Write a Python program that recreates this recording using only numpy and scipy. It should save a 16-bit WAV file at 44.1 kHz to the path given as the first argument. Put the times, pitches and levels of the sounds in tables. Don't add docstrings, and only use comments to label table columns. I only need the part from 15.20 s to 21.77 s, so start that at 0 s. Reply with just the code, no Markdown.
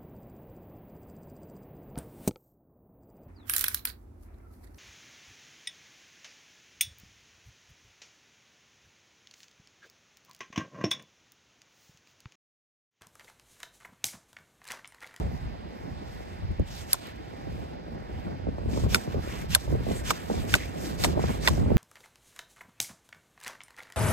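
import sys
import numpy as np
from scipy import signal
from scipy.fft import rfft, irfft
from scipy.io import wavfile
from scipy.ndimage import uniform_filter1d

SR = 44100
rng = np.random.default_rng(int(sys.argv[2]) if len(sys.argv) > 2 else 0)


def digitize_waveform(pressure):
    field = np.atleast_2d(pressure).T
    bounded = np.clip(field, -1, 1)
    quanta = np.round(bounded * 32767).astype(np.int16)
    wavfile.write(sys.argv[1], SR, quanta)


N = 289737

# start_s, rumble_db, flutter_db
GUSTS = [(0.0, -38, -57), (0.12, -45, -55), (0.26, -41.5, -45.5), (1.13, -43.5, -45), (1.4, -38.5, -51.5),
         (1.82, -44, -47.5), (2.27, -43, -40), (2.55, -42.5, -42), (3.31, -37.5, -43), (3.61, -28, -39),
         (3.81, -42, -39.5), (4.04, -37, -37.5), (4.36, -37, -45.5), (4.52, -36.5, -43), (4.71, -34, -40),
         (4.94, -41.5, -39), (5.3, -43, -41), (5.61, -40, -36.5), (5.99, -31, -36), (6.29, -33.5, -36.5),
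         (6.36, -39, -36.5)]
# peak_s, rumble_db, flutter_db, half_length_s
WIND_BUFFETS = [(0.041, -28, -36.5, 0.057), (0.145, -25, -40, 0.014), (0.261, -33.5, -63, 0.056),
                (0.685, -36, -48, 0.051), (1.243, -29.5, -42.5, 0.024), (1.311, -26, -40, 0.015),
                (1.406, -19.5, -42.5, 0.014), (2.3, -34.5, -42, 0.055), (2.944, -38, -55, 0.015),
                (3.112, -33, -41, 0.049), (3.285, -32, -31, 0.0096), (3.318, -29, -46, 0.028),
                (3.478, -27, -40, 0.023), (3.55, -33, -32.5, 0.036), (3.652, -23.5, -33, 0.023),
                (3.744, -27, -32.5, 0.032), (3.896, -34, -49, 0.014), (3.975, -29.5, -30.5, 0.019),
                (4.343, -31.5, -38.5, 0.032), (4.534, -24.5, -32, 0.044), (4.702, -27.5, -34, 0.039),
                (4.774, -30, -43.5, 0.024), (4.87, -29.5, -39.5, 0.035), (5.206, -28.5, -35.5, 0.077),
                (5.342, -23.5, -28, 0.015), (5.876, -27, -29.5, 0.045), (5.983, -27.5, -24.5, 0.016),
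                (6.075, -31, -33, 0.022), (6.328, -26, -35, 0.028), (6.422, -20.5, -35, 0.037),
                (6.48, -24, -30, 0.019), (6.519, -20, -23.5, 0.014), (6.565, -12, -26, 0.011)]
# pitch_hz, relative level_db per Hz
RUMBLE_COLOUR = [(24, -42), (38, -9), (60, -2), (90, -5), (140, -10.5), (220, -18.5), (400, -29.5)]
# pitch_hz, relative level_db per Hz
FLUTTER_COLOUR = [(90, -43), (160, 2), (260, -2), (450, -10), (700, -12), (1000, -18.5), (1600, -29.5)]
# pitch_hz, relative level_db per Hz
AIR_COLOUR = [(200, -8.5), (500, -3.5), (800, 2.5), (1200, -10), (2000, -9), (3000, -17.5), (5000, -19),
              (7000, -37), (10000, -119), (16500, -74.5)]
# start_s, level_db midway between channels, left_minus_right_db,
# last_pitch_hz, snap_db relative to the slap, t60_s
PORT_SLAPS = [(0.113, -33, -6.5, 105, -17, 0.055), (0.521, -34.5, -2, 202, -15, 0.068),
              (1.395, -22.5, -7.5, 93, -21, 0.1), (2.269, -35.5, -4.5, 191, -22, 0.07),
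              (2.316, -36, -2.0, 199, -22, 0.055), (3.268, -24, -3, 196, -20, 0.053),
              (3.284, -27, -1, 94.2, -29, 0.082), (3.381, -27, 0.0, 116, -5, 0.044),
              (3.414, -34, 0, 150, -13, 0.034), (3.457, -28.5, 0, 116, -18, 0.073),
              (3.529, -27, 1, 138, -18, 0.059), (3.545, -29, 2, 200, -14, 0.04),
              (3.56, -30, 0, 200, -14, 0.04), (3.573, -19, 0.5, 91.5, -9, 0.063),
              (3.598, -28, 2, 120, -8, 0.04), (3.635, -29, -1, 91.5, -14, 0.089),
              (3.661, -27, 5, 250, -10, 0.036), (3.874, -24, -1.0, 91.5, -14, 0.055),
              (3.942, -28.5, -3, 262, -12, 0.071), (3.977, -28.5, -2, 91.5, -13, 0.055),
              (4.073, -29, 2, 91.5, -13, 0.048), (4.476, -33.5, -4.5, 299, -20, 0.05),
              (4.502, -32, 2, 294, -17, 0.047), (4.524, -21, -4, 91.5, -28, 0.072),
              (4.55, -23.5, 0, 91.5, -24, 0.087), (4.605, -30.5, -0.5, 96.9, -15, 0.055),
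              (4.629, -37, -5, 91.5, -7, 0.044), (4.665, -27.5, 0, 264, -14, 0.055),
              (4.685, -22.5, 4, 95, -13, 0.042), (4.71, -20.5, -1, 144, -14, 0.04),
              (4.729, -34, 8, 202, -14, 0.031), (4.751, -32, -1, 242, -17, 0.042),
              (4.767, -34, 0, 178, -17, 0.055), (5.098, -20, -1, 224, -1.5, 0.034),
              (5.111, -22, -1.0, 150, -9, 0.053), (5.14, -24.5, 2, 210, -13, 0.06),
              (5.974, -23, 1, 137, 0, 0.039), (5.992, -20.5, 1, 91.5, -4, 0.051),
              (6.038, -17.5, 0, 91.5, -5, 0.049), (6.094, -24, 2, 127, -9, 0.044),
              (6.234, -27, 4, 90, -9, 0.046), (6.376, -24.5, -7.5, 175, -31, 0.1),
              (6.409, -32, 3, 89, -18, 0.069), (6.459, -25, 0, 148, -8, 0.063),
              (6.486, -29, -6, 99.6, -11, 0.037), (6.502, -20.5, -3, 91.5, -6, 0.055),
              (6.516, -17.5, -7.5, 107, -31, 0.065)]
# pitch_hz, relative level_db per Hz
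NYLON_COLOUR = [(900, 0), (1800, -0.5), (3500, -2.5), (6000, -4.5), (9000, -8.5), (13000, -11.5),
                (16500, -16)]
# start_s, level_db
JACKET_STIR = [(0.0, -55.5), (0.4, -66.5), (0.93, -57.5), (1.42, -65.5), (1.8, -56.5), (1.87, -50),
               (1.94, -62.5), (2.42, -59), (2.57, -67.5), (3.06, -60.5), (3.24, -71), (3.44, -64.5),
               (3.89, -54.5), (3.93, -47), (3.99, -65), (4.49, -57.5), (4.52, -50.5), (4.59, -56),
               (5.5, -52), (5.97, -53.5), (6.43, -54.5), (6.57, -54)]
# blow_s, lift_begins_s, arm_turns_s, lateness of the fastest lift (1 = middle),
# lift_db, lift_folds_db relative to the lift, swing_db, follow_db, follow_ends_s
ARM_STROKES = [(1.732, 1.45, 1.665, 1.15, -46.5, -3, -39, -51.5, 1.8),
               (3.745, 3.474, 3.677, 1.2, -45, -6, -32.5, -45, 3.85),
               (4.348, 3.95, 4.28, 1.6, -46, 6, -33, -49, 4.5),
               (4.907, 4.59, 4.83, 1.64, -44, 0.5, -31.5, -43.5, 5.33),
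               (5.34, 5.06, 5.265, 1.2, -46, 1, -34, -42, 5.455),
               (5.84, 5.53, 5.77, 1.35, -43, -1, -33, -40, 5.905),
               (6.275, 5.97, 6.2, 0.98, -42.5, 3, -32, -41.5, 6.39)]
# start_s, level_db
JACKET_TICKS = [(1.3164, -52), (1.3967, -43.5), (1.8701, -37), (3.9215, -48.5), (4.5151, -47),
                (4.6354, -45), (5.9978, -47)]
# start_s, clack_db, clack_pitch_hz, second_clack_db, knock_db, ring_db,
# upper_modes_db, ping_db, crack_db, crack_pitch_hz, thud_db, grit_db, grit_t60_s
STONE_CONTACTS = [(1.7312, -31, 1566, -36.5, -36, -22, -16, -11.5, -3, 12630, -37, -34.5, 0.04),
                  (1.741, -30, 1072, -27.5, -49, -40, -43.5, -43, -51, 8960, -32, -38.5, 0.151),
                  (3.7456, -10.5, 1470, -18, -10.5, -9.5, -7, -10, -8, 8360, -33, -21.5, 0.062),
                  (3.756, -27, 1070, -21, -20.5, -25, -28, -31, -32, 10600, -23, -30.5, 0.074),
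                  (4.349, -13.5, 1577, -25, -11.5, -5, -6, -10, -6, 8460, -35, -17.5, 0.04),
                  (4.357, -28, 1036, -23, -38, -22, -26, -30, -28, 8000, -26.5, -39, 0.081),
                  (4.9056, -13.5, 1214, -18, -16, -33, -23.5, -34, -13, 7700, -17.5, -20, 0.015),
                  (4.9084, -14.5, 1127, -26, -26, -33, -30, -40, -14.5, 7550, -31, -25, 0.05),
                  (5.34, -6, 1504, -7, -9.5, -11, -11, -19, -10, 11500, -50, -32, 0.088),
                  (5.351, -22, 900, -27, -22, -24, -25, -34, -23, 9400, -20, -25, 0.075),
                  (5.838, -30, 970, -25, -23, -14, -11, -42, -18, 8250, -24, -23, 0.049),
                  (5.845, -19, 960, -18, -14, -18, -22, -22, -14, 7000, -13, -22, 0.09),
                  (6.2749, -9, 1503, -9, -13, -3.5, -5.5, -45, -24, 8000, -14.5, -25.5, 0.092),
                  (6.2837, -15, 1045, -22, -18, -27, -29, -40, -29, 8400, -22, -22.5, 0.045)]
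# pitch_hz, level_db, t60_s
FLINT_MODES = [(2330, 2.5, 0.0063), (2530, 0.5, 0.015), (3522, -9.5, 0.018), (4350, -5.5, 0.0052),
               (4740, -17, 0.0085), (5160, -14, 0.014), (6760, -33.5, .01), (7400, -28, 0.011),
               (7840, -28, 0.008), (9430, -18.5, 0.0065), (12800, -25, 0.011), (10640, 7, 0.018)]
# pitch_hz, likeness (0-1), right_lead_rad for wide sounds,
# right_lead_rad for the stones, right_gain_db
MIC_PAIR = [(20, .6, 0, 0, 0), (70, .4, 0, 0, 1), (200, .2, -1.2, -1.2, 2), (450, .5, -2.3, -2.2, 2.5),
            (800, .8, -2.9, -1, 3), (1200, .85, -2.4, .9, 2), (1700, .85, -1, 1.2, 1.5),
            (2100, .8, 0, 2.2, 1), (2800, .65, 1.2, 3.1, 1.5), (3500, .5, 1.8, 1, 2),
            (5500, .35, 2.3, 2.6, 2), (7000, .9, .4, .4, 0), (8400, .99, 0, 0, 0),
            (10100, .995, -2.9, -2.9, 0), (11100, .995, -3.4, -3.4, 0), (12800, .99, -6.28, -6.28, 0),
            (15200, .99, -9.42, -9.42, 0), (16500, .99, -10.5, -10.5, 0)]

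TOP_HZ = 15850
BINS_HZ = np.maximum(np.arange(N // 2 + 1) * SR / N, 1)
AIR_DB = -48
EDDIES_PER_S, EDDY_DB, EDDY_SPREAD_DB, EDDY_T60_S = 90, -5, 3, 0.038
SLAP_FIRST_HZ, SLAP_GLIDE_S = 803.6, 0.00433
SLAP_TURN_RAD, FAR_PORT_DB = 2.0, -5
LIFT_ARCH, SWING_POWER, SWING_STOP_DB_S = 0.45, 0.99, 901.5
LIFT_BRIGHTENS = 0.42
FOLLOW_WAIT_S, FOLLOW_SAG_DB_S, FOLLOW_FALL_DB_S = 0.03, 59, 259
SWING_FOLDS_DB, FOLLOW_FOLDS_DB, STIR_FOLDS_DB = -1.5, 1.5, 5
CLACK_RISE_S, CLACK_HOLD_S = .0012, 0.0072
CLACK_T60_S, CRACK_T60_S, THUD_T60_S = 0.037, 0.0037, 0.041
REBOUND_S, REBOUND_DB = .0014, -4
CHATTER_DB, CHATTER_T60_S = -8, .011
GRIP_DB, GRIP_DETUNE = 2, .012
SPLINTER_DB, CONTACT_DB = -5, -3
GRIND_S = .024


def undb(db):
    return 10 ** (np.asarray(db) / 20)


def unit(x):
    return x / np.sqrt(np.mean(x ** 2))


def curves(table):
    s, *columns = np.transpose(table)
    return [np.interp(np.arange(N) / SR, s, c) for c in columns]


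def walk(rate):
    hold = int(SR / rate)
    steps = np.repeat(rng.standard_normal(N // hold + 1), hold)
    return unit(uniform_filter1d(uniform_filter1d(steps, hold), hold)[:N])


def hiss(colour, flicker_db, shared_db, rate, patchy_db=0, patchy_rate=10.):
    hz, db = np.transpose(colour)
    shape_db = np.interp(np.log(BINS_HZ), np.log(hz), db, left=-200, right=-200)
    spectrum = rfft(rng.standard_normal((2, N))) * undb(shape_db)
    shared, out = shared_db * walk(rate), 0
    for step in range(int(2 * np.log2(hz[0])), int(2 * np.log2(hz[-1])) + 2):
        weight = np.clip(1 - np.abs(2 * np.log2(BINS_HZ) - step), 0, 1)
        level_db = shared + flicker_db * walk(rate) + patchy_db * walk(patchy_rate)
        out = out + undb(level_db) * irfft(spectrum * weight, N)
    return unit(out)


def band(x, lo_hz, hi_hz):
    return unit(signal.sosfilt(signal.butter(2, [lo_hz, hi_hz], "band", fs=SR, output="sos"), x))


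def fade(t, t60):
    return np.exp(-np.log(1000) * t / max(t60, .002))


def ramp_db(start, end, rise_db_s, fall_db_s):
    t = np.arange(N) / SR
    return -rise_db_s * np.maximum(start - t, 0) - fall_db_s * np.maximum(t - end, 0)


def add(out, s, sound):
    i = int(s * SR)
    out[:, i:i + sound.shape[1]] += sound[:, :N - i]


def slowing(t, last_hz):
    return last_hz * t + (SLAP_FIRST_HZ - last_hz) * SLAP_GLIDE_S * (1 - np.exp(-t / SLAP_GLIDE_S))


def far_wash():
    return undb(AIR_DB) * hiss(AIR_COLOUR, flicker_db=.5, shared_db=.3, rate=4., patchy_db=1.1, patchy_rate=12.)


def wind():
    power, now = undb(curves(GUSTS)) ** 2, np.arange(N) / SR
    for s, rumble_db, flutter_db, half in WIND_BUFFETS:
        power = power + undb([[rumble_db], [flutter_db]]) ** 2 * np.exp(-((now - s) / half) ** 2)
    rumble = hiss(RUMBLE_COLOUR, flicker_db=1.5, shared_db=2.0, rate=14.)
    flutter = hiss(FLUTTER_COLOUR, flicker_db=1.5, shared_db=3.5, rate=60.0)
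    flutter = unit(flutter + undb(EDDY_DB) * small_eddies())
    return np.sqrt(power[0]) * rumble + np.sqrt(power[1]) * flutter


def small_eddies():
    chance, t = rng.random((2, 2, N)), np.arange(SR // 20) / SR
    kicks = (chance[0] < EDDIES_PER_S / SR) * undb(-EDDY_SPREAD_DB * np.log(1 - chance[1]))
    eddy = np.sin(2 * np.pi * slowing(t, 139.0)) * fade(t, EDDY_T60_S) * np.minimum(t / 0.0023, 1)
    return unit(signal.fftconvolve(kicks, eddy[None], axes=1)[:, :N])


def sleeve():
    cloth = hiss(NYLON_COLOUR, flicker_db=1.0, shared_db=0.74, rate=86.0, patchy_db=2.0, patchy_rate=20.)
    cloth = unit(cloth * undb(1.2 * walk(450.)))
    folds = signal.sosfilt(signal.butter(2, 3500, fs=SR, output="sos"), cloth)
    t = np.arange(N) / SR
    moves = [(undb(curves(JACKET_STIR)[0]), STIR_FOLDS_DB, 1)]  # gain, folds dB, treble gain
    for s, begin, turn, late, lift_db, folds_db, swing_db, follow_db, end in ARM_STROKES:
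        progress = np.clip((t - begin) / (turn - begin), 0, 1)
        lift = np.abs(np.sin(np.pi * progress ** late)) ** LIFT_ARCH
        swing = np.clip((t - turn) / (s - turn), 0, 1) ** SWING_POWER
        swing = swing * undb(ramp_db(0, s, 0, SWING_STOP_DB_S))
        restart = s + FOLLOW_WAIT_S
        sag_db = ramp_db(restart, restart, SWING_STOP_DB_S, FOLLOW_SAG_DB_S)
        follow = undb(sag_db + ramp_db(0, end, 0, FOLLOW_FALL_DB_S))
        moves += [(undb(lift_db) * lift, folds_db, lift ** LIFT_BRIGHTENS),
                  (undb(swing_db) * swing, SWING_FOLDS_DB, 1),
                  (undb(follow_db) * follow, FOLLOW_FOLDS_DB, 1)]
    high = np.sqrt(sum((gain * bright) ** 2 for gain, _, bright in moves))
    low = np.sqrt(sum((gain * undb(folds_db)) ** 2 for gain, folds_db, _ in moves))
    return high * (cloth - folds) + low * folds


def slaps():
    out, t = np.zeros((2, N)), np.arange(SR // 10) / SR
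    sides = np.array([[.5], [-.5]])
    for s, level_db, pan_db, last_hz, snap_db, t60 in PORT_SLAPS:
        noise = rng.standard_normal((2, len(t)))
        swing = np.sin(2 * np.pi * slowing(t, last_hz) + 0.65 * noise[0, 0])
        puff = (swing + 0.51 * band(noise[0], last_hz, 2.35 * last_hz)) * fade(t, t60)
        snap = band(noise[1], 470.0, 1170.0) * fade(t, 0.025)
        slap = (puff + undb(snap_db) * snap) * np.minimum(t / 0.003, 1)
        slap = signal.sosfilt(signal.butter(4, 1150., fs=SR, output="sos"), slap)
        turn = SLAP_TURN_RAD * np.sign(pan_db - FAR_PORT_DB) * sides
        turned = np.real(signal.hilbert(slap) * np.exp(1j * turn)) / np.cos(SLAP_TURN_RAD / 2)
        add(out, s, undb(level_db + pan_db * sides) * turned)
    return out


def ticks():
    out, t = np.zeros((2, N)), np.arange(SR // 50) / SR
    for s, level_db in JACKET_TICKS:
        noise = rng.standard_normal((2, len(t)))
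        add(out, s, undb(level_db) * band(noise, 3000., 15000.) * fade(t, 0.0044))
    return out


def stone_clack(t, turn, clack_hz, clack_db, second_db):
    pair_hz = clack_hz * np.array([[1], [1.29]])
    tones = np.sin(2 * np.pi * (pair_hz * t + 0.89 * turn))
    clack = np.sum(undb([[clack_db], [second_db]]) * tones, axis=1)
    return clack * fade(t, CLACK_T60_S) * (1 - np.exp(-t / CLACK_RISE_S)) * np.exp(-(t / CLACK_HOLD_S) ** 4)


def flint_modes(t, turn, knock_db, ring_db, upper_db, ping_db):
    hz, db, t60 = (c[:, None] for c in np.transpose(FLINT_MODES))
    struck_db = db + np.array([knock_db] * 2 + [ring_db] + [upper_db] * (len(hz) - 4) + [ping_db])[:, None]
    grip = rng.standard_normal((2, len(hz), 1))
    held_hz = hz * (1 + GRIP_DETUNE * grip[1] * (hz < 10000))
    tones = np.sin(2 * np.pi * (held_hz * t + turn))
    modes = undb(struck_db + GRIP_DB * grip[0]) * np.exp(-np.log(1000) * t / t60) * tones
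    ring = np.sum(modes[:, :-1], axis=1) * np.minimum(t / 0.00043, 1)
    return ring, modes[:, -1] * np.minimum(t / 0.00082, 1)


def hammer_force(t, noise):
    chatter = noise[3, :, :400] * (noise[4, 0, :400] > 2.1)
    force = undb(CHATTER_DB) * chatter * fade(t[:400], CHATTER_T60_S)
    force[:, 0], force[:, int(REBOUND_S * SR)] = 1, undb(REBOUND_DB)
    return force


def splintering_crack(t, noise, crack_hz):
    crack = band(band(noise[0], 0.91 * crack_hz, 1.07 * crack_hz), 0.8 * crack_hz, 1.12 * crack_hz)
    return (crack + undb(SPLINTER_DB) * band(noise[3], 2500.0, TOP_HZ)) * fade(t, CRACK_T60_S)


def grinding_grit(t, noise, t60):
    grains = undb(1.6 * unit(uniform_filter1d(uniform_filter1d(noise[4, 1], size=30), size=30)))
    grit = band(noise[1] * grains, 520.0, 10600.0) * fade(t, t60)
    return grit * np.exp(-(t / GRIND_S) ** 4) * np.minimum(t / 0.0008, 1)


def knapping():
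    out, t = np.zeros((2, N)), np.arange(SR // 8) / SR
    for (s, clack_db, clack_hz, second_db, knock_db, ring_db, upper_db, ping_db,
         crack_db, crack_hz, thud_db, grit_db, grit_t60) in STONE_CONTACTS:
        turn = rng.random((2, len(FLINT_MODES) + 2, 1))
        noise = rng.standard_normal((5, 2, len(t)))
        clack = stone_clack(t, turn[:, :2], clack_hz, clack_db, second_db)
        ring, ping = flint_modes(t, turn[:, 2:], knock_db, ring_db, upper_db, ping_db)
        ring = signal.fftconvolve(ring, hammer_force(t, noise), axes=1)[:, :len(t)]
        crack = undb(crack_db) * splintering_crack(t, noise, crack_hz)
        click = undb(knock_db + CONTACT_DB) * band(noise[1], 900., 4500.0) * fade(t, 0.0068)
        thud = band(noise[2], 318.0, 860.0) * fade(t, THUD_T60_S) * np.minimum(t / 0.0055, 1)
        grit = undb(grit_db) * grinding_grit(t, noise, grit_t60)
        add(out, s, clack + ring + crack + click + ping + undb(thud_db) * thud + grit)
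    return out


def ports(draws, column):
    table, length = np.transpose(MIC_PAIR), N + SR // 10
    bins_hz = np.fft.rfftfreq(length, 1 / SR)
    alike, lead, gain_db = (np.interp(bins_hz, table[0], table[k]) for k in (1, column, 4))
    left, other = rfft(draws, length)
    right = undb(gain_db) * np.exp(1j * lead) * (alike * left + np.sqrt(1 - alike ** 2) * other)
    return np.array([draws[0], irfft(right, length)[:N]])


def scene():
    air = far_wash()
    stones = ports(knapping(), column=3)
    wide = ports(sleeve() + ticks() + wind() + air, column=2)
    return stones + wide + slaps()


def record(dry):
    rounded = np.tanh(0.76 * dry) / 0.85
    return signal.sosfilt(signal.ellip(10, .2, 80, TOP_HZ, fs=SR, output="sos"), rounded)


dry = scene()
out = record(dry)
digitize_waveform(out)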